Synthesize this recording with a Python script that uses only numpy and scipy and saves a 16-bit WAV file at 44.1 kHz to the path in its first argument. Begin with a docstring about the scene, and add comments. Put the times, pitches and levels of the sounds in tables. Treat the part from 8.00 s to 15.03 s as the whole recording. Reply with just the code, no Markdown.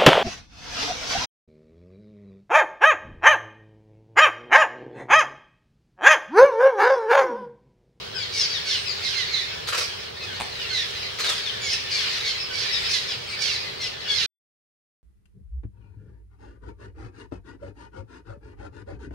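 """Cliff swallow colony under a bridge

Heard from a boat on the river, under concrete: near birds give falling, rasping calls, many in two voices,
each a harmonic tone plus a fluttering rasp. Distant birds are short notes and patchy noise, blurred by the
echo of deck and piers, over a low murmur, with a few thin high notes and a faint steady whine.
A camera shutter clacks twice and something taps the boat once, all as noise bursts through body colours;
then the sound is switched off."""
import sys
import numpy as np
from scipy import signal
from scipy.fft import rfft, irfft, next_fast_len
from scipy.io import wavfile
from scipy.ndimage import uniform_filter1d, map_coordinates

SR = 44100
rng = np.random.default_rng(int(sys.argv[2]) if len(sys.argv) > 2 else 0)


def bounce(signal):
    """Save signal as a 16-bit WAV file at the path given by the first command-line argument."""
    frames = np.transpose(np.atleast_2d(signal))
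    limited = np.clip(frames, -1, 1)
    pcm = np.round(limited * 32767).astype(np.int16)
    wavfile.write(sys.argv[1], SR, pcm)


N = 310023
TIME = np.arange(N) / SR

# All levels are relative: echoes, colours and mixing still act on them.
# Low murmur between deck and water. Each row: frequency in Hz, noise density in dB.
MURMUR_COLOUR = [(12, -48), (20, -18.5), (96, 2.5), (117, 0.5), (275, -13.5), (335, -11), (394, -1),
                 (566, -8), (715, -11), (1500, -12), (1950, -20.5), (3300, -120)]
MURMUR_DB = -44
# How alike the murmur is left and right. Each row: frequency in Hz, correlation (1 is identical).
MURMUR_LIKENESS = [(40, .5), (120, 1), (250, -0.26), (420, -0.33), (800, -0.504), (1500, 0.05)]
WHINE_HZ, WHINE_DB = 15690, -68

# Swelling and thinning of the distant colony. Each row: time in seconds, level in dB.
COLONY_LEVEL = [(0.0, -32), (.12, -34.5), (.5, -28), (0.621, -29.5), (1.3, -28.5), (1.5, -30), (1.62, -32),
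                (2.001, -31), (2.13, -35.5), (2.299, -31.5), (2.501, -31.5), (2.62, -28.5), (3.02, -29),
                (3.141, -31), (3.55, -29.5), (3.85, -29.5), (4.08, -24), (4.46, -31), (4.65, -26.5),
                (4.9, -24.5), (5.2, -33), (5.45, -29.5), (5.74, -32.5), (5.98, -35.5), (6.2, -28)]
# Colour of the farthest birds. Each row: frequency in Hz, noise density in dB.
FAR_COLOUR = [(530, -21.5), (900, -12.5), (1160, -7), (1260, -7.5), (2050, -3), (3180, 0.5), (3670, -2),
              (4040, 0.5), (5120, -3.5), (6820, -16.5), (9290, -23), (12100, -29), (15500, -29.5)]

# Thin high notes. Each row: start in seconds, length in seconds, start pitch in Hz, end pitch in Hz, level in dB.
WHISTLES = [(.74, .12, 8050, 8750, -48), (1.48, .14, 6750, 6800, -53), (2.84, .33, 15300, 15700, -60),
            (5.27, .09, 8450, 8600, -49)]

# Releases of the camera shutter. Each row: start in seconds, level in dB.
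SHUTTER_RELEASES = [(1.674, 1), (3.188, 0.5)]
# Contacts within a release. Each row: delay after it in seconds, level in dB, added level of the treble edge in dB.
SHUTTER_STROKES = [(0, -27.5, 1), (.009, -26.5, 3.5), (0.014, -26.5, 3), (.052, -25, -9.5), (.057, -25, -6),
                   (.073, -20.5, -17.5), (.1, -26, -2.5), (.104, -22, 0), (0.111, -26.5, 2.5),
                   (.137, -25, -5.5)]
EDGE_HZ = 6000  # the metallic edge lies above this
# Resonance of the camera body. Each row: frequency in Hz, gain in dB.
CAMERA_BODY = [(200, -32.5), (480, -1), (750, -10), (1200, 0.5), (2200, -2), (4500, -2.5), (7000, -13.5),
               (10000, -20.5), (15000, -30.5)]
# Something taps the boat and bounces. Each row: start in seconds, level in dB.
BOAT_KNOCKS = [(2.402, -18.5), (2.41, -20.5), (2.419, -19.5)]
# Resonance of the hull. Each row: frequency in Hz, gain in dB.
HULL = [(150, 3), (450, -8), (800, 5.5), (1600, -2), (2600, 2), (5000, -15), (9000, -10), (15000, -27.5)]

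# Syrinx singing cleanly. Each row: multiple of the fundamental, level in dB.
CLEAN_HARMONICS = [(1, -9), (2, 2), (3, -9.5), (4, -27.5)]
# Syrinx rasping. Each row: multiple of the fundamental, level in dB.
RASP_HARMONICS = [(1, -10), (2, -3.5), (3, -8.5), (4, -14.5), (5, -21), (6, -15.5)]
# Throat and beak of the near birds. Each row: frequency in Hz, gain in dB.
THROAT_AND_BEAK = [(700, -11), (1400, -8.5), (2100, -1), (2700, -1.5), (3600, 0.5), (4400, -0.5),
                   (5250, 1.5), (6200, 0), (7500, -10.5), (10000, -7), (15000, -22)]
# Call pitches below are those of the second harmonic; a positive pan is louder on the left.
# Two-voiced calls. Each row: start in seconds; first voice: length in seconds, start pitch in Hz, level in dB,
# lift of its fundamental in dB; second voice: delay in seconds, length in seconds, start pitch in Hz,
# level in dB, lift of its third harmonic in dB; both: rasp level in dB, left-right difference in dB.
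CHURRS = [(0.319, 0.11, 4660, -34.5, -1.5, 0.056, 0.088, 3980, -41, 30, -24, 2),
          (0.649, 0.11, 4535, -32, -2.5, 0.031, 0.12, 3980, -32.5, 14, -26, -1.5),
          (1.014, 0.09, 4415, -34, 2.5, 0.06, 0.094, 3700, -38, 17, -28, -5),
          (1.14, 0.1, 4310, -29, 6, 0.033, 0.057, 3450, -32, 8.5, -31, -7.5),
          (1.309, 0.14, 4420, -31, 4.5, 0.0046, 0.089, 4463, -28, -7.5, -33.5, -7.5),
          (2.692, .16, 4380, -28.5, 3, 0.047, .075, 4170, -30.5, -2, -30, -4),
          (3.185, .16, 4250, -30, -5, .08, .09, 3350, -40, 4, -38, 5),
          (3.613, .12, 4656, -38.5, 10.5, .052, .11, 3797, -35.5, 16, -29, -2.5),
          (3.9, 0.12, 4950, -31, 4, 0.063, 0.083, 3800, -35.5, 9, -26, 5),
          (4.095, .065, 4250, -40, 2, .045, .055, 3330, -41, 14, -29.5, 2.5),
          (4.24, .085, 4500, -29.5, 2, .004, .08, 3900, -35, 9, -28.5, -.5),
          (4.524, 0.11, 4670, -37, 0, 0.052, 0.1, 3760, -41, 17, -28.5, -7),
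          (4.89, .105, 4360, -32, -3, .04, .045, 3720, -31, 6, -23, -6),
          (5.388, 0.1, 4653, -35.5, 1, 0.032, 0.11, 3800, -35.5, 16.5, -25, -7.5),
          (5.789, 0.072, 4250, -35, 5, 0.028, 0.08, 3560, -38, 0, -30, 5),
          (6.078, 0.13, 4594, -30, -1, 0.071, 0.11, 3730, -33.5, 16, -28, -8)]
# Single-voiced chirps, from nearly level to steeply falling. Each row: start in seconds, length in seconds,
# start pitch in Hz, end pitch in Hz, tone level in dB, rasp level in dB, left-right difference in dB.
CHIRPS = [(.145, .105, 5280, 4185, -30.5, -40.5, 17), (.18, 0.11, 3650, 2886, -38, -37.5, 5),
          (.5, 0.05, 4690, 4490, -33, -40.5, 9), (.528, .07, 4100, 3133, -28.5, -37, 8),
          (.858, 0.075, 5340, 4150, -27, -38.5, 11), (1.04, 0.052, 3890, 3750, -30, -43.5, -17.5),
          (1.765, .1, 5440, 4500, -37, -26, -5.5), (3.195, 0.15, 5210, 3150, -38, -37, -1.5),
          (3.334, 0.086, 4450, 3515, -41, -29, 1), (3.453, .05, 3820, 3115, -30, -32.5, 10),
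          (3.425, .03, 4650, 4290, -36, -36.5, 6.5), (3.612, 0.071, 7030, 6500, -32.5, -40, 1.5),
          (3.703, 0.055, 5280, 5100, -31, -24.5, -0.5), (3.905, 0.093, 4400, 4240, -31.5, -35.5, 3),
          (4.714, 0.081, 5480, 4510, -29.5, -33.5, 18), (4.724, 0.056, 4035, 3420, -28.5, -39, 7.5),
          (4.85, .025, 3860, 3660, -31, -32.5, 1.5), (4.885, 0.066, 5470, 4700, -36.5, -26, 8.5),
          (5.066, 0.1, 3900, 2314, -38, -30, -2), (5.076, 0.08, 5390, 4520, -34.5, -46, 4.5),
          (5.49, 0.085, 4934, 3813, -32.5, -27, -0.5), (5.811, 0.076, 5840, 4320, -36, -44, -0.5),
          (6.19, 0.069, 3980, 3326, -43, -23.5, -2.5)]
# Short single-voiced notes, faint to loud, rising or falling. Each row: start in seconds, length in seconds,
# start pitch in Hz, end pitch in Hz, level in dB, left-right difference in dB.
SQUEAKS = [(1.5, .07, 2280, 2210, -42, 8), (2.161, 0.026, 4250, 4550, -46, -4),
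           (2.213, .05, 4200, 4070, -39, 7), (2.229, .03, 5120, 4880, -38.5, 1),
           (2.206, .06, 2620, 2470, -38, 3), (2.343, 0.031, 4210, 4550, -40.5, 0.5),
           (2.425, 0.025, 4150, 4450, -42, 2.5), (2.595, 0.039, 3064, 2833, -33.5, 1),
           (2.644, .025, 2790, 2720, -33.5, 0.5), (2.944, 0.048, 4180, 3885, -39, -0.5),
           (4.13, .036, 4400, 4990, -40, 6.5), (4.177, 0.062, 3390, 4280, -35, 2),
           (5.29, 0.057, 5150, 4640, -37, 4), (5.269, 0.11, 2427, 2200, -42.5, 3),
           (5.41, 0.034, 4605, 4450, -27, -14.5), (6, 0.021, 4155, 4800, -40, 16),
           (6.051, 0.045, 2994, 2793, -33.5, 8), (6.084, 0.059, 3515, 3210, -27, 7)]
SQUEAK_RASP_DB = -1  # against the tone

# A first voice sinks by a base rate plus a rate that grows with its length; a second one drops fast
SLOW_SAG_HZ_PER_S, SAG_GROWTH_HZ_PER_S2, STEEP_SAG_HZ_PER_S = 2500, 29000, 11700
SECOND_LOW_DB = -4.5  # lift of the second voice's fundamental
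FIRST_BEND, SECOND_BEND, CHIRP_BEND = .55, -.4, .1  # above 0 a slide steepens, below 0 it flattens out
# Grain of a voice; RASP_FOLLOWS is the share of a harmonic's lift that the rasp takes
RASP_JITTER_RAD, FLUTTER_RAD, FLICKER_DB, RASP_FOLLOWS = .4, 1.8, 3.6, .25


def amp(db):
    """Decibels to gain."""
    return 10 ** (np.asarray(db) / 20)


def unit(x):
    """x at rms 1."""
    return x / np.sqrt(np.mean(x ** 2) + 1e-20)


def along(points, hz):
    """(Hz, value) points read on a log frequency axis."""
    f, v = np.transpose(points)
    return np.interp(np.log(hz + 1), np.log(f + 1), v)


def wobble(rate, size):
    """A smooth random curve with rate knots a second."""
    knots = np.random.default_rng(rng.integers(2 ** 31)).standard_normal(int(size * rate / SR) + 4)
    return map_coordinates(knots, [np.arange(size) * rate / SR])


def filtered(x, response):
    """x through a gain that is a function of frequency."""
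    m = next_fast_len(N + SR // 2)
    return irfft(rfft(x, m) * response(np.fft.rfftfreq(m, 1 / SR)), m)[..., :N]


def coloured(x, points):
    """x through a (Hz, dB) colour."""
    return filtered(x, lambda hz: amp(along(points, hz)))


def add(track, s, x):
    """Mix x into the track at s seconds."""
    part = track[..., max(round(s * SR), 0):][..., :x.shape[-1]]
    part += x[..., :part.shape[-1]]


def echoes(t60, size):
    """A stereo train of dying noise echoes with unit energy, after a 3 ms gap."""
    t = np.arange(size) / SR
    late_enough = t > .003
    decay = amp(-60 * t / t60)
    return unit(rng.standard_normal((2, size)) * late_enough * decay) / np.sqrt(size)


def spot(x, early_db, early_t60, pan_db=0):
    """x from one spot: the straight path plus quick echoes off the deck and the water."""
    paths = amp(early_db) * echoes(early_t60, size=SR // 8)
    paths[[0, 1], [0, 1]] += 1  # the straight path, one sample later on the right
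    sides = unit(amp([[pan_db / 2], [-pan_db / 2]]))
    constant_energy = np.hypot(1, amp(early_db))
    return signal.fftconvolve(x[None], paths * sides / constant_energy, axes=1)


def piers(x, late_db, late_t60):
    """Stereo x with the longer, directionless ring among the piers."""
    middle = (x[:1] + x[1:]) / 2
    ring = signal.fftconvolve(middle, echoes(late_t60, size=SR), axes=1)[:, :N]
    return x + amp(late_db) * ring


def glide(length, start_hz, end_hz, waver, bend=0.3033):
    """Progress 0-1 and phase of a wavering note whose slide steepens (bend above 0) or flattens (below 0)."""
    u = np.linspace(0, 1, int(length * SR))
    slide = (1 - bend) * u + bend * u * u
    hz = (start_hz + (end_hz - start_hz) * slide) * (1 + waver * wobble(350, len(u)))
    return u, 2 * np.pi * np.cumsum(hz) / SR


def swell(u, power):
    """A note opens and closes in one arch; low powers make it squarer."""
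    return np.abs(np.sin(np.pi * u)) ** power


def murmur():
    """Low outdoor noise between deck and water; mid and side shares set how alike the two channels are."""
    def mid_and_side(hz):
        turn = np.arccos(np.clip(along(MURMUR_LIKENESS, hz), -.9, 1)) / 2
        return amp(along(MURMUR_COLOUR, hz)) * np.array([np.ones_like(hz), np.tan(turn)])

    mid, side = filtered(rng.standard_normal((2, N)), mid_and_side)
    pair = np.array([mid + side, mid - side]) / np.std(mid)
    drift_db = .7 * wobble(7, N)
    return pair * amp(MURMUR_DB + drift_db) * amp([[-1], [.8]])  # a little stronger on the right


def whine():
    """A faint electronic whine in the camera: one steady sine, alike in both channels."""
    return amp(WHINE_DB) * np.sin(2 * np.pi * WHINE_HZ * TIME)


def patchy(patchy_db):
    """Stereo noise that swells and thins in patches of pitch and time."""
    z = signal.stft(rng.standard_normal((2, N)), nperseg=512)[2]
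    field = uniform_filter1d(rng.standard_normal(z.shape[1:]), size=5, axis=0)
    field = uniform_filter1d(field, size=8, axis=1)
    return signal.istft(z * amp(patchy_db * unit(field)), nperseg=512)[1][:, :N]


def far_birds(count=220):
    """Many short, grainy distant calls, mostly echo; the farthest merge into an uneven wash of noise."""
    calls = np.zeros(N)
    for when, long, high, fall, loud in rng.random((count, 5)):
        start_hz = 3300 + 2000 * high
        end_hz = start_hz * (1.02 - 0.27 * fall)
        u, phase = glide(.03 + .06 * long, start_hz, end_hz, waver=.018)
        grain = amp(3.9 * wobble(250, len(u)))
        tone = np.sin(phase) + 0.63 * np.sin(phase / 2)
        add(calls, when * TIME[-1], amp(9.9 * loud) * swell(u, power=0.4) * grain * tone)
    echo = piers(spot(calls, early_db=3.0, early_t60=0.18)[:, :N], late_db=0.5, late_t60=0.51)
    wash = coloured(patchy(patchy_db=2.2), FAR_COLOUR)
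    colony = amp(-7) * unit(echo) + amp(-4) * unit(wash)
    s, db = np.transpose(COLONY_LEVEL)
    return amp(np.interp(TIME, s, db)) * colony


def whistles():
    """Faint thin high notes: single gliding sines with a few quick echoes."""
    out = np.zeros((2, N))
    for s, length, start_hz, end_hz, db in WHISTLES:
        u, phase = glide(length, start_hz, end_hz, waver=.003)
        note = amp(db) * swell(u, power=0.13) * np.sin(phase)
        add(out, s, spot(note, early_db=-11.5, early_t60=.15))
    return out


def tap(db, t60):
    """A hard contact: a crack of noise that dies in a few milliseconds."""
    t = np.arange(SR // 10) / SR
    return amp(db - 60 * t / t60) * rng.standard_normal(len(t))


def clacks():
    """A camera shutter strikes in a fixed sequence; the boat tap has weaker early echoes; the bridge answers both."""
    camera, boat = np.zeros((2, 2, N))
    treble = signal.butter(2, EDGE_HZ, "high", fs=SR, output="sos")
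    for s, db in SHUTTER_RELEASES:
        for after, stroke_db, edge_db in SHUTTER_STROKES:
            edge = signal.sosfilt(treble, tap(db + stroke_db + edge_db + 20, t60=.016))
            stroke = edge + tap(db + stroke_db + 16, t60=0.019)
            add(camera, s + after, spot(stroke, early_db=5, early_t60=.12))
    for s, db in BOAT_KNOCKS:
        add(boat, s, spot(tap(db + 7, t60=.008), early_db=-5, early_t60=.1))
    return piers(coloured(camera, CAMERA_BODY) + coloured(boat, HULL), late_db=-4.5, late_t60=0.52)


def harmonic(k, db, phase):
    """Harmonic k of a voice, from the phase of its second harmonic."""
    return amp(db) * np.sin(k * phase / 2)


def voice(length, start_hz, end_hz, tone_db, rasp_db, bend, lifts_db=(0, 0, 0, 0), flutter_hz=520):
    """One side of the syrinx: a grainy gliding tone together with a fluttering rasp."""
    u, phase = glide(length, start_hz, end_hz, waver=0.0095, bend=bend)
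    size = len(u)
    tone = 0
    for (k, db), lift in zip(CLEAN_HARMONICS, lifts_db):
        tone = tone + harmonic(k, db + lift, phase) * amp(FLICKER_DB * wobble(220, size))

    # the membranes flap, throwing strands of sidebands and noise around every harmonic
    rate_hz = flutter_hz * (1 + .12 * rng.standard_normal() + .06 * wobble(200, size))
    flutter = 2 * np.pi * np.cumsum(rate_hz) / SR
    rough_phase = phase + FLUTTER_RAD * np.sin(flutter) + RASP_JITTER_RAD * wobble(1800, size)
    rasp = 0
    for (k, db), lift in zip(RASP_HARMONICS, (*lifts_db, 0, 0)):
        rasp = rasp + harmonic(k, db + RASP_FOLLOWS * lift, rough_phase)
    rasp = rasp * (1 + 0.3 * np.cos(flutter)) * amp(2.8 * wobble(250, size))

    # the tone opens quickly; the rasp builds slower and peaks just past the middle
    tone_shape, rasp_shape = swell(u, power=.35), swell(u ** 1.2, power=.6)
    return amp(tone_db) * tone_shape * tone + amp(rasp_db) * rasp_shape * rasp


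def near_voices():
    """A churr is a sinking voice joined by a second, falling one; chirps and squeaks have one voice."""
    for s, length, hz, db, low_db, after, length2, hz2, db2, third_db, rasp_db, pan_db in CHURRS:
        sag = SLOW_SAG_HZ_PER_S + SAG_GROWTH_HZ_PER_S2 * length
        first = voice(length, hz, hz - sag * length, db, rasp_db, FIRST_BEND, (low_db, 0, 0, 0))
        yield s, first, pan_db
        end_hz = hz2 - STEEP_SAG_HZ_PER_S * length2
        second_lifts_db = (SECOND_LOW_DB, 0, third_db, 0)
        second = voice(length2, hz2, end_hz, db2, rasp_db, SECOND_BEND, second_lifts_db)
        yield s + after, second, pan_db
    for s, length, start_hz, end_hz, tone_db, rasp_db, pan_db in CHIRPS:
        yield s, voice(length, start_hz, end_hz, tone_db, rasp_db, CHIRP_BEND), pan_db
    for s, length, start_hz, end_hz, db, pan_db in SQUEAKS:
        yield s, voice(length, start_hz, end_hz, db, db + SQUEAK_RASP_DB, CHIRP_BEND), pan_db


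def near_birds():
    """Each call comes from its own spot under the deck, through throat and beak, and rings among the piers."""
    out = np.zeros((2, N))
    for s, call, pan_db in near_voices():
        add(out, s, spot(call, early_db=-4.5, early_t60=.2, pan_db=pan_db))
    ringing = piers(coloured(out, THROAT_AND_BEAK), late_db=-4.0, late_t60=0.58)
    return ringing * amp([[-.4], [.4]])  # a little stronger on the right


def scene():
    """Everything under the bridge, from the background to the near birds."""
    return murmur() + whine() + far_birds() + whistles() + clacks() + near_birds()


def record(dry):
    """The sound is switched off within 3 ms; nothing passes above the band limit."""
    off_s, top_hz = 6.261, 15850
    on = np.clip((off_s - TIME) / .003 + .5, 0, 1)
    return filtered(dry * on, lambda hz: hz < top_hz)


dry = scene()
out = record(dry)
bounce(out)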